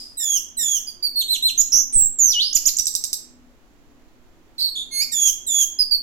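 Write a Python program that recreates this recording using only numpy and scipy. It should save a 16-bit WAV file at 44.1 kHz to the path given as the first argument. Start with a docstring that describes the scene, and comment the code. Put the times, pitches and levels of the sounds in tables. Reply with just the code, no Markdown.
"""A fading high ring over soft room air and a faint motor hum, then a caged thrush close to the microphones.
It sings raspy falling slurs, peeps, arched chirps, warbles, whistles, a swoop, sharp ticks and a nasal note.
Its syrinx is a gliding tone with harmonics, of which the throat favours one; hiss and trembling make the rasp.
The cage and the walls of the small room echo it as decaying noise; the right microphone thumps on loud notes."""
import sys
import numpy as np
from scipy import signal
from scipy.fft import rfft, irfft
from scipy.io import wavfile
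from scipy.ndimage import uniform_filter1d

SR = 44100
rng = np.random.default_rng(int(sys.argv[2]) if len(sys.argv) > 2 else 0)


def log_audio(samples):
    """Write samples as a 16-bit WAV file to the path given in sys.argv[1]."""
    # one column per channel
    frames = np.atleast_2d(samples).T
    # limit to full scale, then quantise
    limited = np.clip(frames, -1, 1)
    pcm = np.round(limited * 32767).astype(np.int16)
    wavfile.write(sys.argv[1], SR, pcm)


N = 265702
TIME = np.arange(N) / SR


def from_db(db):
    """Amplitude factor of a level in dB."""
    return 10 ** (np.asarray(db) / 20)


def rms_one(x):
    """Scale a signal to rms 1."""
    return x / np.sqrt(np.mean(x ** 2) + 1e-20)


def at_hz(points, hz):
    """Read a curve of (Hz, value) points on a log-frequency axis."""
    points = np.array(points)
    return np.interp(np.log(np.maximum(hz, 1)), np.log(points[:, 0]), points[:, 1])


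def band(x, low_hz, high_hz):
    """Causal band-pass."""
    edges_hz = [low_hz, min(high_hz, .45 * SR)]
    return signal.sosfilt(signal.butter(2, edges_hz, "band", fs=SR, output="sos"), x)


def resonate(x, hz, width_hz):
    """One resonance with gain 1 on top."""
    r = np.exp(-np.pi * width_hz / SR)
    zeros = np.array([1, 0, -1]) * (1 - r * r) / 2
    poles = [1, -2 * r * np.cos(2 * np.pi * hz / SR), r * r]
    return signal.lfilter(zeros, poles, x)


def panned(pan_db):
    """Left and right gains of mean power 1; pan_db is left minus right, so negative leans right."""
    gains = from_db(np.array([pan_db, -pan_db]) / 2)
    return gains / np.sqrt(np.mean(gains ** 2, axis=0))


def background(air_db=0, hum_db=-1, hum_width_hz=3):
    """Soft room noise, shaped in spectrum and stereo width, and the wavering lines of a motor."""
    # spectrum of the room air: hz, level_db (relative, per Hz)
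    air_spectrum = [(20, -72), (35, -77), (80, -84.5), (170, -91), (270, -87), (450, -93), (900, -97),
                    (1800, -101), (3000, -105), (5000, -109), (7200, -108), (8500, -118), (13000, -115),
                    (16000, -117)]
    # lines of the motor: hz, level_db (relative to hum_db)
    hum_lines = [(168, -75.5), (247.6, -61), (285.3, -66.5), (323.0, -68), (355.3, -69.5)]
    # balance of the air: hz, left_minus_right_db
    air_balance = [(60, -0.5), (110, 4), (200, -1.5), (380, -5), (700, 1), (1290, -2), (2380, -1.5),
                   (4400, -6.0), (8120, -10), (15000, -8.5)]
    # correlation of the two channels: hz, likeness (values below 0 count as 0)
    air_likeness = [(60, 0.12), (180, 0.18), (550, 0.93), (1650, -0.1), (4970, -0.84), (15000, 0.01)]
    hz = np.arange(N // 2 + 1) * SR / N
    mid, side = rfft(rng.standard_normal((2, N)))
    alike = np.clip(at_hz(air_likeness, hz), 0, 1)
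    pair = np.sqrt(1 + alike) * mid + np.sqrt(1 - alike) * side * [[1], [-1]]
    air = irfft(pair * from_db(at_hz(air_spectrum, hz)) * panned(at_hz(air_balance, hz)), N)
    hum = 0
    for line_hz, db in hum_lines:
        line = irfft(side * np.exp(-((hz - line_hz) / hum_width_hz) ** 2), N)
        hum = hum + from_db(db) * rms_one(line)
    return from_db(air_db) * np.sqrt(SR / 2) * air + from_db(hum_db) * hum


def lingering_note(pitch_hz=4950, width_hz=220, level_db=-34, overtones_db=-9, t60=0.52):
    """At first the room still rings with an earlier peep: narrow and broad noise dying away."""
    narrow = resonate(rng.standard_normal((2, N)), pitch_hz, width_hz)
    tone = rms_one(resonate(narrow, pitch_hz, 2 * width_hz))
    overtones = from_db(overtones_db) * rms_one(band(rng.standard_normal((2, N)), 4000, 11000))
    return (tone + overtones) * from_db(level_db - np.minimum(60 * TIME / t60, 200))


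def span(start_s, length_s):
    """Sample times of one note, and its progress from 0 to 1."""
    t = np.arange(int(start_s * SR), int((start_s + length_s) * SR) + 2) / SR
    return t, np.linspace(0, 1, len(t))


def gesture(rows):
    """Sample times of a gesture and its columns, joined by lines with rounded corners."""
    s, *columns = np.transpose(rows)
    s = np.maximum.accumulate(s)
    t = np.arange(int(s[0] * SR), int(s[-1] * SR) + 2) / SR
    rounding = max(len(t) // 20, 1)
    return [t] + [uniform_filter1d(np.interp(t, s, c), rounding, mode="nearest") for c in columns]


def gate(t, attack_s, release_s):
    """The air valve opens and shuts."""
    return np.clip((t - t[0]) / attack_s, 0, 1) * np.clip((t[-1] - t) / release_s, 0, 1)


def swell(progress, crest, rise_db, fall_db):
    """Effort rounds up to a crest and sinks again; dB relative to the crest."""
    crest = np.clip(crest, .02, .98)
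    before = rise_db * (1 - progress / crest) ** 2
    after = fall_db * ((progress - crest) / (1 - crest)) ** 2
    return -np.where(progress < crest, before, after)


def ending(t, length_s):
    """Grows ever faster from 0 to 1 over the last moments of a note; reversed, it shapes the attack."""
    return np.clip(1 - (t[-1] - t) / length_s, 0, 1) ** 2


def add(out, t, sound, pan_db):
    """Place a sound between the two channels."""
    start = round(t[0] * SR)
    out[:, start:start + len(t)] += (panned(pan_db).reshape(2, -1) * sound)[:, :max(N - start, 0)]


def syrinx(pitch, throat_hz, overtones_db, doubling, throat_octaves=0.32, rolloff_db=28, rolloff_ratio=2.68):
    """Harmonics of a gliding pitch: those near the throat resonance dominate, the others leak by the beak."""
    # how well the open beak radiates overtones: hz, level_db (relative)
    beak = [(1500, -25), (2200, -2.5), (2800, -3), (3400, 4), (4500, -5), (5700, 4.5), (7000, 4),
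            (8900, -7), (10200, -3), (11500, 2.5), (13200, 4.5), (14500, -5), (16000, -7.5)]
    phase, out = 2 * np.pi * np.cumsum(pitch) / SR, 0
    for halves in range(1, 15):  # odd counts are the half-pitch lines of a doubled period
        hz = pitch * halves / 2
        octaves = np.log2(hz / throat_hz)
        rolloff = rolloff_db * np.maximum(octaves - np.log2(rolloff_ratio), 0)
        leak = from_db(overtones_db + at_hz(beak, hz) - rolloff)
        favoured = np.exp(-(octaves / throat_octaves) ** 2)
        gain = leak * doubling if halves % 2 else leak + (1 - leak) * favoured
        below_limit = np.clip((.45 * SR - hz) / 1000, 0, 1)  # keeps clear of aliasing
        out = out + gain * below_limit * np.sin(phase * halves / 2)
    return out


def flutter(t, rate_hz, width_hz):
    """Irregular trembling around one rate, with nothing much faster; rms 1 before trimming to the note."""
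    steep = signal.butter(6, rate_hz + width_hz / 2, fs=SR, output="sos")
    trembling = resonate(rng.standard_normal(N // 10), rate_hz, width_hz)
    return rms_one(signal.sosfilt(steep, trembling))[-len(t):]


def turbulence(t, low_hz=5800, high_hz=15000):
    """Hiss of the air jet, band-passed twice for steep edges; rms 1 before trimming to the note."""
    once = band(rng.standard_normal(N // 10), low_hz, high_hz)
    return rms_one(band(once, low_hz, high_hz))[-len(t):]


def sing(t, pitch, level_db, overtones_db, pan_db, rasp=0, throat_ratio=1, doubling=0, rasp_depth=.04,
         rasp_throb=0.47, throb_above_hz=2000, hiss_db=-16, leak_db=-44, jitter=0.0047):
    """One stereo note with a little leaking air; rasp trembles the membranes in pitch and strength, and hisses."""
    tremble = rasp * flutter(t, rate_hz=450, width_hz=736)
    # jitter is the unsteadiness as a share of pitch
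    bend = 1 + rasp_depth * tremble + jitter * flutter(t, rate_hz=120, width_hz=270)
    tone = syrinx(pitch * bend, pitch * throat_ratio, overtones_db, doubling)
    throb = rasp_throb * tremble * band(tone, throb_above_hz, 18000)
    hiss = from_db(hiss_db) * rasp * turbulence(t)
    leaking_air = from_db(leak_db) * turbulence(t, low_hz=1900, high_hz=11900)
    loudness = from_db(level_db) * gate(t, attack_s=0.0019, release_s=0.0014)
    out = np.zeros((2, N))
    add(out, t, (tone + throb + hiss + leaking_air) * loudness, pan_db)
    return out


def slurs(onset_db=17, release_db=10, end_rasp=.15, end_bright_db=3, rasp_power=0.85):
    """The pitch settles from above and droops, while the note grows louder and raspier; the octave leads."""
    # raspy slurs: start_s, length_s, first_hz, held_hz, settle_s, droop_hz, level_db (before the fades),
    # crescendo_db, rasp (0-1, before end_rasp), doubled_from_s, doubled_until_s
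    slur_rows = [ (0.168, 0.22, 4093, 3193, 0.07, 496, -14, 9, 0.48, 0.2, 0.25),
                 (.567, 0.22, 4160, 3235, 0.064, 427, -16.5, 2.5, 0.6, 0.59, 0.64),
                 (5.115, 0.19, 3934, 3302, .035, 273.5, -10.5, 9.5, 0.82, 5.121, 5.147),
                 (5.463, 0.18, 4160, 3360, 0.026, 259, -10.5, 9, 0.53, 5.473, 5.44), ]
    attack_s, release_s, droop_s = 0.013, 0.033, .055
    overtones_db, throat_ratio, pan_db = -14, 2.04, -9
    # half-pitch lines relative to the overtones: while the syrinx doubles its period, and afterwards
    doubled_db, undoubled_db = 2, -15.5
    for (start, length, first_hz, held_hz, settle_s, droop_hz, db, crescendo_db, rasp,
         doubled_from, doubled_until) in slur_rows:
        t, progress = span(start, length)
        droop = ending(t, droop_s)
        settling = (first_hz - held_hz) * np.exp(-(t - t[0]) / settle_s)
        pitch = held_hz + settling - droop_hz * droop
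        level_db = db - crescendo_db * (1 - progress)
        level_db = level_db - onset_db * ending(t, attack_s)[::-1] - release_db * ending(t, release_s)
        half_lines = from_db(np.where(t < doubled_until, doubled_db, undoubled_db))
        doubling = uniform_filter1d((t > doubled_from) * half_lines, size=200)
        yield sing(t, pitch, level_db, overtones_db + end_bright_db * droop, pan_db,
                   rasp * progress ** rasp_power + end_rasp * droop, throat_ratio, doubling,
                   rasp_depth=0.026, rasp_throb=0.61, throb_above_hz=5670, hiss_db=-16.0, leak_db=-49.5)


def echo_tail(t60_table, delay_s):
    """Dense stereo reflections that fade in up to delay_s and die away band by band, each scaled to unit energy."""
    t, out = TIME[:N // 10], 0
    white = rfft(rng.standard_normal((2, len(t))))
    hz = np.arange(white.shape[1]) * SR / len(t)
    edges = np.geomspace(1000, 18000, 13)
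    for low, high in zip(edges, edges[1:]):
        t60 = at_hz(t60_table, np.sqrt(low * high))
        decay = from_db(-60 * t / t60) * np.clip(2 * t / delay_s - 1, 0, 1)
        noise = irfft(white * ((hz >= low) & (hz < high)), len(t))
        out = out + noise * decay / np.linalg.norm(decay)
    return out


def surroundings(song, cage_db=-9, cage_t60=0.047, room_db=-6, room_pan_db=-5):
    """The cage scatters the song within milliseconds, the walls a little later and for longer."""
    # reverberation of the room: hz, t60_s
    room_t60 = [(2000, 0.63), (4000, 0.39), (7000, 0.38), (11000, 0.24), (16000, .22)]
    cage = from_db(cage_db) * echo_tail([(2000, cage_t60), (16000, cage_t60)], delay_s=0.0085)
    room = from_db(room_db) * echo_tail(room_t60, delay_s=0.012) * panned(room_pan_db)[:, None]
    from_cage = signal.fftconvolve(song, cage, axes=1)
    from_walls = signal.fftconvolve(song.mean(0)[None], room, axes=1)
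    return (from_cage + from_walls)[:, :N]


def peeps(droop_power=2.4, pan_db=-9):
    """Clear notes that nearly hold their pitch, then droop."""
    # clear peeps: start_s, length_s, pitch_hz, droop_hz, level_db (at the crest), overtones_db,
    # half_pitch_lines_db (relative to the overtones)
    peep_rows = [ (0.868, 0.037, 4900, 292, -26.5, -7, -26), (1.025, 0.053, 4680, 308, -15, -11, -24.5),
                 (5.787, 0.045, 5038, 454, -10.5, -13, -39), (5.909, 0.052, 4640, 303, -10.5, -15.5, -25.5),
                 ]
    for start, length, hz, droop_hz, db, overtones_db, doubling_db in peep_rows:
        t, progress = span(start, length)
        pitch = hz - droop_hz * progress ** droop_power
        level_db = db + swell(progress, crest=0.32, rise_db=9, fall_db=5)
        yield sing(t, pitch, level_db, overtones_db, pan_db, doubling=from_db(doubling_db))


def arches(early_rasp_share=0.32, doubling_db=-9, leak_db=-40, rasp_leak_db=24, fade_db=14, fall_power=1.15):
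    """The pitch climbs or holds to a top as the note swells, then plunges, fades, roughens and doubles its period."""
    # arched chirps: start_s, rise_s, fall_s, first_hz, top_hz, last_hz, roundness of the rise (power),
    # level_db (at the top), fade_in_db, overtones_db, final_rasp (0-1), left_minus_right_db
    arch_rows = [ (1.156, .043, 0.03, 4290, 4330, 2920, 1.7, -13.5, 7.5, -8, 0.27, -4),
                 (1.278, 0.047, 0.043, 3600, 4170, 2700, 2.7, -13.5, 17, -7.5, 0.42, -6),
                 (1.423, .048, 0.034, 3686, 4127, 2556, 3.2, -13, 5.5, -10, 0.08, -4),
                 (1.576, 0.033, 0.01, 6300, 7090, 4660, 1.02, -7, 7.5, -15, 0.72, -10),
                 (2.546, 0.01, .020, 7070, 7065, 4204, 1.8, -5.5, 22, -8.5, 1, -12.5),
                 (2.654, 0.016, 0.026, 4490, 7140, 3770, 2, -7, 11, -9, 1, -11),
                 (2.794, .003, 0.0079, 4970, 6000, 5070, 2.5, -7, 9, -16.5, 0.8, -13.5), ]
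    for (start, rise_s, fall_s, first_hz, top_hz, last_hz, roundness, db, fade_in_db,
         overtones_db, rasp, pan_db) in arch_rows:
        t, progress = span(start, rise_s + fall_s)
        to_climb = np.clip(1 - (t - start) / rise_s, 0, 1)
        fallen = np.clip((t - start - rise_s) / fall_s, 0, 1)
        climb = (top_hz - first_hz) * to_climb ** roundness
        plunge = (top_hz - last_hz) * fallen ** fall_power
        level_db = db - fade_in_db * to_climb ** 2 - fade_db * fallen
        rasp_now = rasp * np.maximum(early_rasp_share * progress, np.sqrt(fallen))
        yield sing(t, top_hz - climb - plunge, level_db, overtones_db, pan_db, rasp_now,
                   doubling=from_db(doubling_db) * rasp_now, leak_db=leak_db + rasp_leak_db * rasp_now)


def warbles(doubling_db=-24):
    """The pitch swings quickly about a slow glide."""
    # warbles: start_s, length_s, first_hz, last_hz (centre of the swing), rate_hz, depth (share of pitch),
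    # level_db (at the crest), overtones_db, rasp (0-1), left_minus_right_db
    warble_rows = [ (1.719, 0.1, 5704, 6328, 74, .065, -9, -17.5, 0.1, -9),
                   (4.58, 0.12, 4250, 4187, 51, 0.058, -21, -10.5, 0.35, -8),
                   (4.751, .085, 3570, 3517, 48, 0.054, -24, -13.5, 0.17, -3.5), ]
    for start, length, first_hz, last_hz, rate, depth, db, overtones_db, rasp, pan_db in warble_rows:
        t, progress = span(start, length)
        glide = first_hz + (last_hz - first_hz) * progress
        pitch = glide * (1 + depth * np.cos(2 * np.pi * rate * (t - t[0])))
        level_db = db + swell(progress, crest=0.15, rise_db=12.5, fall_db=7)
        yield sing(t, pitch, level_db, overtones_db, pan_db, rasp, doubling=from_db(doubling_db))


def whistles(onset_rasp=.35, leak_db=-50, onset_leak_db=32, settle_s=0.013):
    """The pitch drops fast onto its line, hoarse at first, and then sags slowly."""
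    # whistles: start_s, length_s, pitch_hz, overshoot_hz, sag_hz_per_s, level_db (at the crest),
    # overtones_db, rasp (0-1, once settled), left_minus_right_db
    whistle_rows = [ (1.925, .141, 8046, 1100, 4490, -8, -13, 0, -8),
                    (4.601, .088, 4403, 711, 615, -16, -19, 0, -10), ]
    for start, length, hz, overshoot_hz, sag_hz_per_s, db, overtones_db, rasp, pan_db in whistle_rows:
        t, progress = span(start, length)
        unsettled = np.exp(-(t - t[0]) / settle_s)
        pitch = hz + overshoot_hz * unsettled - sag_hz_per_s * (t - t[0])
        level_db = db + swell(progress, crest=0.31, rise_db=17.5, fall_db=6)
        yield sing(t, pitch, level_db, overtones_db, pan_db, rasp + onset_rasp * unsettled,
                   leak_db=leak_db + onset_leak_db * np.sqrt(unsettled))


def swoop():
    """A nearly clean whistle dives by more than an octave and climbs back, hoarse in places."""
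    # path of the swoop: time_s, pitch_hz, level_db, overtones_db, rasp (0-1)
    swoop_path = [(2.186, 7280, -14.5, -15.5, 0.07), (2.22, 6620, -7.5, -18.5, 0),
                  (2.26, 6243, -11.5, -15, 0), (2.313, 5700, -13.5, -16.5, 0.18),
                  (2.333, 3350, -23, -11.5, 0.4), (2.355, 2920, -19.5, -21, .06),
                  (2.39, 2890, -15.5, -25.5, .1), (2.42, 4290, -14, -31, .6), (2.475, 5130, -22, -18, 0),
                  (2.512, 5100, -28.5, -17, 0.9)]
    # it leans right when high and is almost centred when low: pitch_hz, left_minus_right_db
    swoop_pan = [(3000, -1), (5000, -9.5)]
    t, pitch, level_db, overtones_db, rasp = gesture(swoop_path)
    return sing(t, pitch, level_db, overtones_db, at_hz(swoop_pan, pitch), rasp, rasp_depth=.045,
                rasp_throb=.5, throb_above_hz=4400, hiss_db=-20, leak_db=-46)


def pips(overtones_db=-20, pan_db=-9):
    """Tiny upward flicks that lead into a chirp or a tick."""
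    # rising pips: start_s, length_s, first_hz, last_hz, level_db (at the crest)
    pip_rows = [(2.527, 0.011, 4250, 6930, -15), (2.767, 0.0092, 5200, 7740, -11.5),
                (2.8555, 0.0044, 6700, 7840, -11), (2.938, 0.0068, 6900, 7600, -20)]
    for start, length, first_hz, last_hz, db in pip_rows:
        t, progress = span(start, length)
        pitch = last_hz - (last_hz - first_hz) * (1 - progress) ** 2
        level_db = db + swell(progress, crest=.5, rise_db=5.5, fall_db=12)
        yield sing(t, pitch, level_db, overtones_db, pan_db)


def ticks(rasp_depth=0.022, hiss_db=-19, throat_hz=6280, overtones_db=-19.5, pan_db=-7.5):
    """The pitch plunges through a fixed throat resonance: the fundamental flashes first, then the octave."""
    # ticks: start_s, level_db (added to that of the dip)
    tick_rows = [(2.7857, -8.5), (2.8686, -6.5), (2.951, -7), (3.0388, -9.5), (3.130, -8.5)]
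    # one tick is a very fast dip in pitch: time_ms, pitch_hz, level_db (relative)
    tick_dip = [(0, 7000, -13.5), (.8, 5900, 3), (1.7, 4200, 7), (3.2, 4000, -9), (6, 3740, 2),
                (9, 3900, -7.5), (12, 4400, -1.5), (15, 6300, -9)]
    out = np.zeros((2, N))
    for start, tick_db in tick_rows:
        t, pitch, level_db = gesture([(start + ms / 1000, hz, db) for ms, hz, db in tick_dip])
        bend = 1 + rasp_depth * flutter(t, rate_hz=870, width_hz=1860)
        voice = syrinx(pitch * bend, throat_hz, overtones_db, doubling=0)
        voice = voice + from_db(hiss_db) * turbulence(t)
        loudness = from_db(tick_db + level_db) * gate(t, attack_s=.0004, release_s=0.0013)
        add(out, t, voice * loudness, pan_db)
    return out


def nasal_note(first_overtones_db=-5, last_overtones_db=-15, throat_ratio=1.9, pan_db=-9.0, onset_db=13):
    """A low note rich in overtones gathers into its octave as it swells, and turns up roughly at its end."""
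    start_s, length_s, pitch_hz, crest_db = 4.909, .13, 2159, -15
    attack_s, upturn_s, upturn_hz = 0.022, .05, 475
    rasp, upturn_rasp = .22, .6
    t, progress = span(start_s, length_s)
    upturn = ending(t, upturn_s)
    level_db = crest_db + swell(progress, crest=0.9, rise_db=20, fall_db=15)
    level_db = level_db - onset_db * ending(t, attack_s)[::-1]
    overtones_db = first_overtones_db + (last_overtones_db - first_overtones_db) * progress
    return sing(t, pitch_hz + upturn_hz * upturn, level_db, overtones_db, pan_db, rasp + upturn_rasp * upturn,
                throat_ratio, rasp_depth=0.028, rasp_throb=0.37, throb_above_hz=1600, hiss_db=-22, leak_db=-40)


def scene():
    """The direct song reaches the right side a quarter of a millisecond late and inverted; the room joins in."""
    song = sum(sum(kind()) for kind in (slurs, peeps, arches, warbles, whistles, pips))
    song = song + swoop() + nasal_note() + ticks()
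    late_right = np.interp(TIME - .000238, TIME, song[1])
    direct = np.array([song[0], -late_right])
    return direct + surroundings(song) + lingering_note() + background()


def record(dry, sore_hz=8000, sore_width_hz=600, thump_db=6, broad_db=-7, crackle=1.0, crackle_hz=1400,
           cutoff_hz=16100):
    """The right microphone rectifies loud sound into gritty thumps, most near sore_hz; both lose their top."""
    sore = resonate(resonate(dry[1], sore_hz, sore_width_hz), sore_hz, sore_width_hz)
    pressure = from_db(thump_db) * sore ** 2 + from_db(broad_db) * dry[1] ** 2
    grit = 1 + crackle * rms_one(band(rng.standard_normal(N), 40, crackle_hz))
    thump_band = signal.butter(1, [4, 30], "band", fs=SR, output="sos")
    thump = signal.sosfilt(thump_band, pressure * grit)
    top_cut = signal.ellip(12, .1, 90, cutoff_hz, fs=SR, output="sos")
    return signal.sosfilt(top_cut, dry - thump * [[0], [1]])


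dry = scene()
out = record(dry)
log_audio(out)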